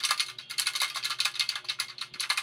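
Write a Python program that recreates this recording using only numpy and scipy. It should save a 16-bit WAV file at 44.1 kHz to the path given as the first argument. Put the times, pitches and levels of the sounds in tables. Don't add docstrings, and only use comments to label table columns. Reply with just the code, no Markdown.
import sys
import numpy as np
from scipy import signal
from scipy.fft import rfft, irfft
from scipy.io import wavfile

SR = 44100
rng = np.random.default_rng(int(sys.argv[2]) if len(sys.argv) > 2 else 0)


def inscribe(sig):
    pcm = np.round(np.clip(np.atleast_2d(sig).T, -1, 1) * 32767)
    wavfile.write(sys.argv[1], SR, pcm.astype(np.int16))


N = 106854
TOP_HZ = 16000


def undb(db):
    return 10 ** (np.asarray(db) / 20)


def unit(x):
    return x / np.sqrt(np.sum(x ** 2) + 1e-18)


def curve(points, hz):
    f, db = np.array(points).T
    return np.interp(np.log(np.maximum(hz, 1)), np.log(f), db)


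def causal(db):
    cepstrum = irfft(np.log(undb(db)))
    half = len(cepstrum) // 2
    cepstrum[1:half] *= 2
    cepstrum[half + 1:] = 0
    return irfft(np.exp(rfft(cepstrum)))


def band(x, edges, order=4):
    edges = np.clip(edges, 20, SR / 2 - 100)
    return signal.sosfilt(signal.butter(order, edges, "band", fs=SR, output="sos"), x)


def fade(t, t60):
    return np.exp(-np.log(1000) * t / t60)


def smooth(x, seconds):
    keep = np.exp(-1 / (seconds * SR))
    return signal.lfilter([1 - keep], [1, -keep], x + 1e-18)


def walk(rate):
    t = np.arange(N) / SR
    knots = rng.standard_normal(size=8192)
    return np.interp(t * rate, np.arange(len(knots)), knots)


def shaped_noise(points):
    hz = np.arange(N // 2 + 1) * SR / N
    return irfft(rfft(rng.standard_normal(N)) * undb(curve(points, hz)), N)


def play(rows, voice):
    out = np.zeros(N + SR)
    for start, *row in rows:
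        sound = voice(*row)
        i = max(int(start * SR), 0)
        out[i:i + len(sound)] += sound
    return out[:N] * np.sqrt(SR / 100)


# frequency in Hz, relative level in dB.
AIR = [(18, -65), (30, -25), (124, -8.5), (889, -16.5), (2120, -15.5), (3400, -5), (4420, -15.5),
       (5310, -36), (10800, -49), (16000, -54)]
AIR_DB = -58
# frequency in Hz, level in dB before the waver.
HUM = [(120, -68.5), (138, -72.5), (240, -78.5), (362, -71), (603, -74.5)]


def background(waver=0.54, drift_rad=1.0, rate=16):
    t = np.arange(N) / SR
    air = shaped_noise(AIR)
    out = undb(AIR_DB) * air / air.std()
    for hz, db in HUM:
        level = undb(db) * np.sqrt(2) * (1 + waver * walk(rate))
        drift = drift_rad * hz / HUM[2][0] * walk(rate)
        out = out + level * np.sin(2 * np.pi * hz * t + drift)
    return out


SIZE_SPREAD_DB = 0.5


def landings(scatter_ms, count, size=4096):
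    clicks = np.zeros(size)
    at = rng.exponential(1, count) * scatter_ms * SR / 1000
    sizes = rng.choice([-1, 1], count) * undb(SIZE_SPREAD_DB * rng.standard_normal(count))
    np.add.at(clicks, np.clip(at, 0, size - 1).astype(int), sizes * (at < size))
    return unit(clicks)


# frequency in Hz, gain in dB.
WALL = [(300, -43), (550, -18.5), (750, -19), (900, -18), (1100, -1), (1420, -1), (1540, -8), (1700, 3.5),
        (1900, -2.5), (2150, 6.5), (2850, -5), (3300, -1), (3850, 10.5), (4450, 10), (5200, -5),
        (6200, -7.5), (7500, -10.5), (9000, -11.5), (10200, -3), (11400, -8), (12500, -23.5), (13800, -39),
        (15000, -7.5), (16500, -38.5)]


def wall_response(hz, colour_db=0):
    return causal(curve(WALL, hz) + colour_db)


CLACK_HZ, SLAP_HZ, TICK_HZ = (2350, 5980), (1008, 2430), (6090, 15050)
CLACK_TRIM_DB, SLAP_TRIM_DB, TICK_TRIM_DB = -2, -2, 1.5
SLAP_LAG_MS, SLAP_SCATTER = 2.038, 1.8
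LEAD_DB = 9.5
STRAGGLER_DB, STRAGGLER_MS = -12, 10
SPOT_DB, SPOT_PEAK_DB, SPOT_WIDTH_OCT = 3, 7.5, 0.17
SHIVER_T60_S, SHIVER_DB = 0.028, 1


def volley(clack_db, slap_db, tick_db, scatter_ms, spot_hz, size=1024, count=40):
    hz = np.arange(size // 2 + 1) * SR / size
    t = np.arange(size) / SR
    spot_points = np.column_stack([np.geomspace(500, TOP_HZ, count), SPOT_DB * rng.standard_normal(count)])
    octaves_away = np.log2((hz + 1) / spot_hz)
    resonance = SPOT_PEAK_DB * np.exp(-(octaves_away / SPOT_WIDTH_OCT) ** 2)
    shiver = undb(SHIVER_DB) * unit(rng.standard_normal(size) * fade(t, SHIVER_T60_S))
    shiver[0] += 1
    prompt = wall_response(hz, curve(spot_points, hz) + resonance)
    wall = signal.fftconvolve(prompt, shiver)[:size]

    corners = landings(scatter_ms, count=10)
    corners[0] += undb(LEAD_DB) / (1 + scatter_ms ** 2)
    faces = landings(SLAP_SCATTER * scatter_ms + 1, count=10)
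    faces = np.pad(faces, (int(SLAP_LAG_MS * SR / 1000), 0))[:len(corners)]
    stragglers = undb(STRAGGLER_DB) * landings(STRAGGLER_MS, count=24)

    parts = ((corners, CLACK_HZ, clack_db + CLACK_TRIM_DB),
             (faces, SLAP_HZ, slap_db + SLAP_TRIM_DB),
             (corners, TICK_HZ, tick_db + TICK_TRIM_DB))
    out = 0
    for clicks, edges, db in parts:
        struck = signal.fftconvolve(unit(clicks) + stragglers, wall)
        out = out + undb(db) * unit(band(struck, edges))
    return out


# start in seconds, clack, slap and tick levels in dB before
# the trims, scatter of the corner landings in ms, resonance of the struck spot in Hz.
VOLLEYS = [(0.002, -37.5, -41.5, -52, 3.74, 3470), (0.029, -38, -47, -53, 2.4, 4470),
           (0.037, -24.5, -41, -43, 1.76, 4980), (0.05, -27.5, -41, -32.5, 1.66, 5600),
           (0.089, -31.5, -33, -43, 2.84, 3980), (0.106, -34, -34, -42, 1, 4850),
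           (0.109, -26, -28.5, -32.5, 0.72, 4740), (0.177, -37, -44, -48, 3.4, 3380),
           (0.197, -23, -34, -41.5, 1.6, 4560), (0.205, -30.5, -42, -36.5, 1.0, 3570),
           (0.263, -40.5, -67, -49.5, 1.5, 4250), (0.283, -39.5, -39.5, -50, 3.12, 3750),
           (0.299, -40.5, -55, -53, 1.62, 3360), (0.385, -33, -48, -60, 3.1, 4290),
           (0.498, -39, -42, -48, 2.9, 3500), (0.51, -38.5, -42.5, -41.5, 1.95, 4540),
           (0.535, -43.5, -56, -72, 3.4, 2910), (0.581, -31, -39.5, -37.5, 2.5, 4100),
           (0.59, -29, -33.5, -43, 1.5, 3060), (0.597, -31.5, -56, -28.5, 0.6, 5260),
           (0.619, -31, -47, -52, 0.8, 4380), (0.658, -35, -33, -44, 3.7, 2700),
           (0.669, -25, -31, -33.5, 1.77, 3320), (0.735, -40, -43, -48.5, 1.18, 4120),
           (0.752, -27.5, -48, -47, 2.3, 4370), (0.761, -34.5, -40, -38.5, 0.5, 3420),
           (0.802, -26, -36.5, -39.5, 2.3, 3780), (0.817, -29.5, -34, -32.5, 0.97, 3770),
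           (0.831, -27.5, -29.5, -42, 1.76, 3200), (0.844, -35, -53, -45, 1.2, 3040),
           (0.879, -40.5, -48, -48.5, 3.9, 3260), (0.899, -36.5, -41.5, -51, 2.15, 5100),
           (0.944, -36.5, -45, -49, 6.4, 3870), (0.958, -35, -37.5, -43, 3.37, 4860),
           (0.97, -32, -47, -46, 2.9, 4450), (1.028, -38, -46, -64, 2.3, 3100),
           (1.037, -32.5, -39.5, -57, 2.2, 4600), (1.046, -31.5, -48, -43.5, 1.3, 4010),
           (1.053, -29, -36, -38.5, 1.73, 3900), (1.098, -42, -43, -43, 2.46, 4330),
           (1.105, -30.5, -35, -42.5, 2, 4200), (1.117, -32, -42, -66, 1.5, 3500),
           (1.187, -39, -39, -58, 2.2, 3650), (1.203, -22.5, -59, -37, 0.6, 4180),
           (1.249, -26, -38, -44, 1.85, 4100), (1.254, -25, -31, -34.5, 0.91, 3560),
           (1.34, -38, -51, -69, 3, 4230), (1.354, -35.5, -42.5, -50, 2.5, 3330),
           (1.396, -24, -44.5, -37, 0.45, 4900), (1.408, -24.5, -33.5, -45, 0.62, 3660),
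           (1.49, -24, -42, -39.5, 0.97, 4380), (1.515, -46, -39, -58, 2.5, 3910),
           (1.555, -31, -34.5, -47.5, 2.48, 3300), (1.645, -42, -58, -58, 2.85, 4680),
           (1.686, -32, -48, -64, 2.7, 4740), (1.695, -25.5, -37, -46, 2.17, 3870),
           (1.786, -52, -40, -79, 4.5, 3160), (1.799, -27, -34.5, -33.5, 2.78, 4760),
           (1.883, -41.5, -48, -65, 1.46, 4340), (1.897, -40, -44, -58, 1.92, 4330),
           (1.982, -37, -74, -75, 0.2, 3850), (2.011, -30.5, -40, -47.5, 2.4, 3920),
           (2.022, -37.5, -40.5, -53, 0.39, 4340), (2.138, -40, -48, -62, 2.72, 2620),
           (2.154, -56, -46, -68, 0.9, 2520), (2.198, -28.5, -56, -55, 0.6, 4270),
           (2.205, -40, -41, -33, 0.66, 4240), (2.227, -33.5, -38.5, -67, 1.52, 3520),
           (2.236, -33.5, -34.5, -66, 0.78, 2900), (2.294, -41, -31, -48, 2.86, 2670),
           (2.301, -24.5, -29.5, -35.5, 1.24, 4100), (2.321, -40, -44, -44, 3.6, 4400),
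           (2.359, -45, -42, -62, 6.4, 3350), (2.374, -30.5, -26, -36, 1.96, 2750),
           (2.382, -33.5, -47, -43, 1.5, 3600)]


def volleys():
    return play(VOLLEYS, volley)


# frequency in Hz, level in dB relative within its band.
RUSTLE = [(400, -26), (700, -9), (1100, 6), (1500, 4), (2200, 0.5), (3200, -3), (4400, 0.5), (5400, -10),
          (8000, -13.5), (10300, -6), (12800, -23.5), (15000, -22), (16500, -34)]
RUSTLE_SPLITS_HZ = (400, 2400, 6200, 16500)
RUSTLE_DB, RUSTLE_SETTLE_S = -6, 0.011
RUSTLE_GRAIN_DB, RUSTLE_GRAINS_PER_S = 2.5, 900
PRE_RISE_DB, PRE_RISE_S = -13, 0.0022


def rustle(hits):
    hiss = shaped_noise(RUSTLE)
    out = 0
    for edges in zip(RUSTLE_SPLITS_HZ, RUSTLE_SPLITS_HZ[1:]):
        power = band(hits, edges) ** 2
        settling = smooth(power, RUSTLE_SETTLE_S)
        pre_rise = undb(PRE_RISE_DB) ** 2 * smooth(power[::-1], PRE_RISE_S)[::-1]
        grains = band(hiss, edges) * undb(RUSTLE_GRAIN_DB * walk(RUSTLE_GRAINS_PER_S))
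        out = out + np.sqrt(settling + pre_rise) * grains / grains.std()
    return undb(RUSTLE_DB) * out


# frequency in Hz, relative level in dB, decay time t60 in seconds,
# wander of the pitch in percent.
MODES = [(637, -7, 0.6, .6), (817, -5, 0.18, 0.36), (1198.4, -1, 0.14, 0.8), (1434, 2, 0.071, 2.3),
         (1676, -7, 0.13, 1.3), (2130, -1.5, 0.21, 0.56), (2618, 0, 0.053, 1.2), (3070, 5, 0.04, 0.44),
         (3280, -3.5, 0.4, 0.24), (3652, -9.5, 0.11, 0.3), (3660, -8.5, 0.036, 0.78),
         (4330, -2, 0.095, 1.71), (6150, 6, 0.045, 0.51), (8300, 4, 0.045, 0.33)]
RING_DB, FLEX_PER_S = -23.5, 14


def bottle(x):
    ring = 0
    for hz, db, t60, wander in MODES:
        pitch = hz * (1 + wander / 100 * walk(FLEX_PER_S))
        turn = np.exp(2j * np.pi * np.cumsum(pitch) / SR)
        keep = fade(1 / SR, t60)
        mode = (turn * signal.lfilter([1], [1, -keep], x / turn)).real
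        ring = ring + undb(db) * np.sqrt(2 * (1 - keep ** 2)) * mode
    return x + undb(RING_DB) * ring


ROOM_DB, ROOM_TREBLE_DB = -9, -1.5
ROOM_T60_S, ROOM_TREBLE_T60_S = 0.093, 0.095
ROOM_DELAY_S = 0.001


def room(x):
    t = np.arange(SR // 2) / SR
    low, high = rng.standard_normal((2, len(t)))
    low_tail = band(low, (100, 3500), order=2) * fade(t, ROOM_T60_S)
    high_tail = band(high, (3500, 18000), order=2) * fade(t, ROOM_TREBLE_T60_S)
    tail = low_tail + undb(ROOM_TREBLE_DB) * high_tail
    tail *= np.clip(t / ROOM_DELAY_S - .5, 0, 1)
    tail /= np.sqrt(np.sum(fade(t, ROOM_T60_S) ** 2))
    return x + undb(ROOM_DB) * signal.fftconvolve(x, tail)[:N]


# start in seconds, level in dB.
KNOCKS = [(0.037, -40), (0.107, -30.5), (0.75, -43.5), (0.816, -34.5), (0.829, -38), (0.957, -37),
          (0.969, -39.5), (1.1, -39), (1.254, -37), (1.556, -43), (1.642, -50.5), (1.703, -48),
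          (1.802, -42), (2.301, -33), (2.378, -43.5)]
KNOCK_HZ, KNOCK_SCATTER_MS = (516, 1175), 4.3


def knocks(size=1024):
    wall = wall_response(np.arange(size // 2 + 1) * SR / size)

    def knock(db):
        struck = signal.fftconvolve(landings(KNOCK_SCATTER_MS, count=30), wall)
        return undb(db) * unit(band(struck, KNOCK_HZ))

    return play(KNOCKS, knock)


# centre in seconds, peak level in dB, length in seconds.
THUMPS = [(0.12, -65.5, 0.078), (0.536, -72, 0.072), (2.144, -56, .05)]
THUMP_HZ = (86, 285)


def handling():
    t = np.arange(N) / SR
    low = band(rng.standard_normal(N), THUMP_HZ, order=2)
    swell = sum(undb(db) * np.exp(-(2 * (t - at) / length) ** 2) for at, db, length in THUMPS)
    return low / low.std() * swell


# start in seconds, level in dB before the partials' own.
LINGERS = [(0.415, -52.5), (0.87, -49.5), (1.6, -77), (2.06, -69)]
# frequency in Hz, relative level in dB.
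LINGER_PARTIALS = [(1443, -16), (2767, -3.5), (3248, 2), (4409, -9)]
LINGER_RISE_S, LINGER_T60_S = .015, 0.77


def lingering():
    t = np.arange(N) / SR
    level = 0
    for at, db in LINGERS:
        rise = np.clip((t - at) / LINGER_RISE_S, 0, 1)
        level = level + undb(db) * rise * fade(np.maximum(t - at, 0), LINGER_T60_S)
    partials = sum(undb(db) * np.sin(2 * np.pi * (hz * t + rng.random())) for hz, db in LINGER_PARTIALS)
    return level * np.sqrt(2) * partials


def scene():
    hits = volleys() + knocks()
    shaken = room(bottle(hits + rustle(hits)))
    return (shaken + lingering() + handling() + background())[None]


def record(dry):
    return signal.sosfilt(signal.ellip(8, .2, 70, TOP_HZ, fs=SR, output="sos"), dry)


dry = scene()
out = record(dry)
inscribe(out)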